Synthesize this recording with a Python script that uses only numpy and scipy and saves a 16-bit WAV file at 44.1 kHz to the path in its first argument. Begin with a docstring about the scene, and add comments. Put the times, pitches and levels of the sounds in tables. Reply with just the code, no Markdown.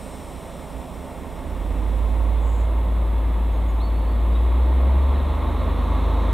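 """In a rail yard, a diesel shunter idles, then revs up in two steps and pulls away.
Its exhaust is a set of tones locked to the engine, which boom as they sweep through the pipe resonance.
Clatter and roar are shaped noise that pulses with the engine and grows with its speed.
Brake air is hissing noise that dies away, with one more puff; a bird whistles from the trees.
A faint steady hiss lies behind it all."""
import sys
import numpy as np
from scipy import signal
from scipy.fft import rfft, irfft
from scipy.io import wavfile

SR = 44100
rng = np.random.default_rng(int(sys.argv[2]) if len(sys.argv) > 2 else 0)


def bounce(signal):
    """Save signal as a 16-bit WAV file at the path given by the first command-line argument."""
    frames = np.transpose(np.atleast_2d(signal))
    limited = np.clip(frames, -1, 1)
    pcm = np.round(limited * 32767).astype(np.int16)
    wavfile.write(sys.argv[1], SR, pcm)


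N = 279153
TIME = np.arange(N) / SR  # seconds
BINS = np.fft.rfftfreq(N, 1 / SR)  # Hz
IDLE_HZ = 4.78  # four-stroke engine cycles a second; "order k" is a tone at k times the cycle rate

# Throttle steps. Each row: start in seconds, speed gained in engine cycles a second,
# time to gather speed in seconds, steepness of the S-curve.
NOTCHES = [(1.157, 1.528, .606, 1.834), (4.025, 3.167, 1.331, 1.615)]
# How the exhaust pipe colours a tone. Each row: frequency in Hz, level in dB.
PIPE = [(10, -29), (28, -25), (42, -6), (56, 1.5), (68, 2), (86, -7), (115, -15.5), (170, -9.5), (205, -16),
        (250, -9.5), (300, -14.5), (340, -15), (600, -26), (900, -35)]


def gain_of(db):
    """Turns decibels into a gain."""
    return 10 ** (np.asarray(db) / 20)


def evened(x):
    """Scales a signal to an average strength (rms) of 1."""
    return x / np.sqrt(np.mean(x ** 2) + 1e-20)


def read(points, hz):
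    """Reads a table of points with straight lines on a log-frequency axis."""
    f, value = np.transpose(points)
    return np.interp(np.log(hz + 1), np.log(f + 1), value)


def drift(rate_hz):
    """Random wandering of rms 1, mostly slower than rate_hz."""
    return evened(irfft(rfft(rng.standard_normal(N)) / (1 + (BINS / rate_hz) ** 4), N))


def noise(colour_db, same):
    """Two-channel noise of rms 1 with a given spectrum and left-right likeness (1 = identical)."""
    left, other = rfft(rng.standard_normal((2, N)))
    same = np.clip(same, 0, 1)
    right = same * left + np.sqrt(1 - same ** 2) * other
    return evened(irfft(np.array([left, right]) * gain_of(colour_db), N))


def bumps(resonances):
    """The dB curve of a set of resonances; each bump has nearly gone one width from its centre."""
    return sum(db * np.exp(-2 * ((BINS - hz) / width) ** 2) for hz, width, db in resonances)


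def panned(x, lean_db):
    """Makes the left channel louder than the right by lean_db."""
    return x * gain_of(np.array([[.5], [-.5]]) * lean_db)


def governor():
    """Engine cycles a second: each notch adds speed along an S-curve, and the load slowly drags it down."""
    droop_hz_per_s = .07
    cycle_hz = IDLE_HZ - droop_hz_per_s * np.maximum(TIME - NOTCHES[0][0], 0)
    for start, rise, lag, steepness in NOTCHES:
        age = np.maximum(TIME - start, 0)
        cycle_hz = cycle_hz + rise * (1 - np.exp(-(age / lag) ** steepness))
    return cycle_hz


def exhaust(cycle_hz, turns, boom_db, throb_db):
    """Strong orders sweep through a resonance, over weak ones because no two cylinders fire alike."""
    # The pipe's boom resonance. Each row: frequency in Hz, level in dB.
    boom_curve = [(30, -38), (37, -42), (42, -43.5), (47, -32), (52, -23.5), (57, -17.8), (67, -16.5),
                  (73, -24.5), (80, -28), (92, -28), (110, -37.5), (128, -33)]
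    # The loud orders. Each row: order, strength in dB added to the resonance.
    boom_orders = dict([(6, 3), (9, 0), (15, -10.5)])
    boom = np.zeros(N)
    for k, db in boom_orders.items():
        level_db = boom_db + db + read(boom_curve, k * cycle_hz)
        boom += gain_of(level_db) * np.sqrt(2) * np.cos(2 * np.pi * (k * turns + rng.random()))
    boom *= gain_of(0.12 * drift(10))

    throb = np.zeros(N)
    for k in range(1, 91):
        if k not in boom_orders:
            phase, uneven = rng.random(2)
            level_db = read(PIPE, k * cycle_hz) + 2.4 * uneven
            throb += gain_of(level_db) * np.cos(2 * np.pi * (k * turns + phase))
    throb = gain_of(throb_db + drift(9.3)) * evened(throb)

    rumble_colour_db = -40 * abs(np.log(np.maximum(BINS, 1) / 62))  # peaks at 62 Hz
    rumble = gain_of(throb_db - 4.5) * noise(rumble_colour_db, 0.43)
    return boom + throb + rumble


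def chug(cycle_hz, turns, speed):
    """At idle one cylinder fires harder and thumps the pipe once a cycle, fading as speed grows."""
    thump_hz, swell_s, offset = 62, 0.019, 0.547  # tone, time to its peak, place in the cycle (0 to 1)
    age = (turns - offset) % 1 / cycle_hz  # seconds since the last thump
    swell = age / swell_s * np.exp(1 - age / swell_s)
    thump = swell * np.sin(2 * np.pi * thump_hz * age)
    return gain_of(-31.5 + 2 * drift(4.7)) * np.exp(-speed / 0.77) * thump


def roar(turns, roar_db, speed):
    """Combustion clatter and rushing gas, pulsing with the twelve cylinders and ringing the hood."""
    # Noise colour at idle and at speed. Each row: frequency in Hz, relative level in dB per Hz.
    idle_colour = [(30, -29), (90, 2), (120, -9.5), (168, -1), (220, -1), (400, -5.5), (590, -2.5),
                   (780, -5.5), (1150, -11.5), (1550, -20.5), (2150, -21.5), (2950, -25.5), (3500, -25.5),
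                   (4100, -32)]
    fast_colour = [(30, -22), (90, 2.5), (135, -2.5), (200, 3), (260, 0.3), (400, -3), (560, -1.5),
                   (760, -5), (1130, -2.2), (1480, -17.5), (2100, -19), (2850, -23.5), (3300, -23.5),
                   (3750, -18.5), (4100, -24.5)]
    # Resonances of the hood panels. Each row: frequency in Hz, width in Hz, boost in dB.
    panels = [(262, 23, 3), (526, 19, 2), (640, 44, 0.5), (773, 77, -2), (902, 60, 4), (1055, 87, 2),
              (1440, 17, -5), (1883, 107, 3.5), (2150, 79, 5.5), (2650, 83, 2), (3410, 99, 4)]
    # Likeness of the two channels. Each row: frequency in Hz, likeness from 0 to 1.
    likeness = [(100, .72), (250, .8), (500, .89), (1000, .95), (2000, .97), (4000, .98)]
    # Left-right balance. Each row: frequency in Hz, left minus right in dB.
    balance = [(100, -2), (200, -3.2), (380, -2.7), (700, -1.3), (1300, -.6), (4000, -.2)]
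    muffle_hz = 4250  # a steep cut above this
    hood_db = bumps(panels) - 10 * np.log10(1 + (BINS / muffle_hz) ** 60)
    same = read(likeness, BINS)
    slow = noise(read(idle_colour, BINS) + hood_db, same)
    fast = noise(read(fast_colour, BINS) + hood_db, same)
    blend = np.sqrt(1 - speed) * slow + np.sqrt(speed) * fast

    firing = np.cos(2 * np.pi * 12 * turns)  # twelve pulses a cycle
    slow_pulse = np.cos(2 * np.pi * 3 * turns)  # three pulses a cycle
    pulsing = gain_of(0.39 * firing + 0.26 * slow_pulse + 0.12 * drift(15))
    sound = gain_of(roar_db) * evened(pulsing * blend)
    return irfft(panned(rfft(sound), read(balance, BINS)), N)


def hum(cycle_hz, turns, roar_db):
    """Upper orders glide with the engine and swell as they cross the pipe's resonances."""
    # Orders that sing in the pipe. Each row: order, level before the pipe in dB relative to the roar.
    hum_orders = [(12, -16), (18, -3), (28, -2), (30, -3), (33, -1.5), (36, -0.5), (40, -7), (43, -5.5),
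                  (54, -1)]
    lines = np.zeros(N)
    for k, db in hum_orders:
        level_db = db + read(PIPE, k * cycle_hz) + 2.5 * drift(1.7)
        lines += gain_of(level_db) * np.cos(2 * np.pi * (round(k) * turns + rng.random()))
    return gain_of(roar_db) * lines


def idle_tone(speed):
    """A wavering hum near 262 Hz that fades out as the engine leaves idle."""
    phase = 2 * np.pi * np.cumsum(262 + 0.57 * drift(2.8)) / SR
    level = gain_of(-52.5 + 0.72 * drift(4.5)) * np.exp(-speed / 0.33)
    return level * np.sqrt(2) * np.sin(phase)


def intake_rush(speed):
    """Air rushing into the engine: noise centred on 6 kHz that grows steeply with speed."""
    colour_db = -25 * abs(np.log((BINS + 1) / 6000))
    return gain_of(-65) * speed ** 3 * noise(colour_db, 1.0)


def brake_air():
    """Air hisses through a ringing nozzle as its pressure falls; a valve adds one short puff."""
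    # Colours of the leak and the puff. Each row: frequency in Hz, relative level in dB per Hz.
    air_colour = [(1200, -24), (2200, -4), (3000, -6), (4000, -2.5), (4500, -12), (5400, -7.5),
                  (6400, -13.5), (7250, -6), (8000, -7.5), (8500, -2), (9100, -9), (11200, -12),
                  (15000, -24)]
    puff_colour = [(6000, -27), (6700, -6), (7150, -6), (7600, -8), (8000, -4), (8400, -32)]
    # Resonances of the nozzle. Each row: frequency in Hz, width in Hz, boost in dB.
    nozzle = [(5380, 62, 9), (5700, 55, 9), (7100, 62, 3), (7660, 50, 6), (8020, 83, 7), (8300, 65, 5.4),
              (8680, 60, 4), (8900, 100, 6), (10530, 50, 6), (11090, 60, 7)]
    air_db, air_fall_db_per_s = -51.5, 4.5  # level at the start, then a steady loss of pressure
    shut_s, shut_db_per_s, seep_db = 2.15, 20, -79  # the valve closes to a faint seep
    leak_db = air_db - air_fall_db_per_s * TIME - shut_db_per_s * np.maximum(TIME - shut_s, 0)
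    leak_gain = np.hypot(gain_of(leak_db), gain_of(seep_db))
    leak = leak_gain * noise(read(air_colour, BINS) + bumps(nozzle), 0.99)

    # The shrill edge at full pressure
    spurt_db, spurt_fall_db_per_s, spurt_hz, spurt_width_hz = -54, 25, 8480, 330
    spurt_colour_db = -20 * np.log10(1 + ((BINS - spurt_hz) / spurt_width_hz) ** 2)
    spurt = gain_of(spurt_db - spurt_fall_db_per_s * TIME) * noise(spurt_colour_db, 0.72)

    # The puff opens, holds and closes with straight edges
    puff_s, puff_length_s, puff_edge_s, puff_db = 2.38, .3, 0.078, -58.5
    to_nearest_end = np.minimum(TIME - puff_s, puff_s + puff_length_s - TIME)
    opening = np.clip(to_nearest_end / puff_edge_s, 0, 1)
    puff = gain_of(puff_db) * opening * noise(read(puff_colour, BINS), 0.83)
    return leak + spurt + puff


def bird():
    """Thin whistles that scoop up to a held pitch and bend at the end, scattered by the trees."""
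    # The notes. Each row: start in seconds, length in seconds, held pitch in Hz,
    # scoop up to it in Hz, drop at the end in Hz (negative rises), level at the start in dB.
    notes = [(3.525, .055, 6600, 80, 0, -65), (3.68, .045, 6800, 0, 450, -61),
             (3.797, .097, 4490, 1200, 200, -49), (3.937, 0.1, 4440, 404, 28, -57.5),
             (4.07, .07, 4480, 50, 30, -61), (4.322, .03, 5130, 900, 0, -64),
             (4.351, 0.031, 3800, 50, -120, -47), (4.39, .09, 5000, 50, 30, -74)]
    scoop_s, note_fade_db = .016, -7  # every note scoops up quickly and fades
    echo_s, echo_db = 1.4, -5  # time for the echo to fall by 60 dB, and its level
    song = np.zeros(N)
    for start, length, held_hz, scoop_hz, drop_hz, db in notes:
        on = (TIME > start) & (TIME < start + length)
        age = TIME[on] - start
        hz = held_hz - scoop_hz * np.exp(-age / scoop_s) - drop_hz * (age / length) ** 4
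        whistle = np.sqrt(2) * np.sin(2 * np.pi * np.cumsum(hz) / SR)
        soft_ends = signal.windows.tukey(len(hz), .2)
        song[on] += gain_of(db + note_fade_db * age / length) * whistle * soft_ends
    trees = rng.standard_normal(SR) * gain_of(-60 * TIME[:SR] / echo_s)
    echo = signal.fftconvolve(song, trees / np.linalg.norm(trees))[:N]
    return song + gain_of(echo_db) * echo


def background_hiss():
    """Steady noise, mostly treble, that differs more between the channels the higher it is."""
    # Colour of the hiss. Each row: frequency in Hz, relative level in dB per Hz.
    hiss_colour = [(20, -60), (3000, -26), (4600, -4), (6200, -6.5), (8300, 0.5), (10000, 0), (13000, 0),
                   (16000, -1.5)]
    # Likeness of the two channels. Each row: frequency in Hz, likeness from 0 to 1.
    hiss_likeness = [(4000, 1), (6000, 1), (8000, 0.75), (12000, 0.32)]
    return gain_of(-56.5) * noise(read(hiss_colour, BINS), read(hiss_likeness, BINS))


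def scene():
    """Speed, fuel and strain drive exhaust, roar and intake rush; air, bird and hiss lie on top."""
    # Balance of the exhaust as the locomotive rolls forward.
    # Each row: time in seconds, left minus right in dB.
    exhaust_pan = [(1.1, -8.5), (1.7, -5), (2.3, -5.5), (3.05, 1), (4.8, 0.5), (5.7, -0.1)]
    fuel_rise_s = 0.43  # the fuel comes on this fast at the first notch
    cycle_hz = governor()
    turns = np.cumsum(cycle_hz) / SR  # engine cycles so far
    speed = (cycle_hz - cycle_hz.min()) / np.ptp(cycle_hz)  # 0 slowest, 1 fastest
    octaves = np.log2(cycle_hz / IDLE_HZ)
    idling = 1 - np.clip((TIME - NOTCHES[0][0]) / fuel_rise_s, 0, 1)
    acceleration = np.gradient(cycle_hz)
    strain = acceleration / acceleration.max()

    # Levels in dB: softer with the fuel off, louder under strain and with each octave of speed
    boom_db = -14.5 * idling + 1 * strain
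    throb_db = -40.5 - 5.5 * idling + 3.5 * strain + 5 * octaves
    approach_db = 0.4823 * TIME  # the roar grows as the locomotive rolls nearer
    roar_db = -38 + 0.38 * strain + 6 * octaves + approach_db

    stack = exhaust(cycle_hz, turns, boom_db, throb_db) + chug(cycle_hz, turns, speed)
    stack = panned(stack, np.interp(TIME, *np.transpose(exhaust_pan)))
    tones = panned(hum(cycle_hz, turns, roar_db) + idle_tone(speed), -6.0)
    engine = stack + tones + roar(turns, roar_db, speed) + intake_rush(speed)
    return engine + brake_air() + bird() + background_hiss()


def record(dry):
    """A low-pass filter takes away the treble above 15.7 kHz."""
    low_pass = signal.firwin(511, 15700, window=("kaiser", 9), fs=SR)
    return signal.oaconvolve(dry, low_pass[None], "same")


dry = scene()
out = record(dry)
bounce(out)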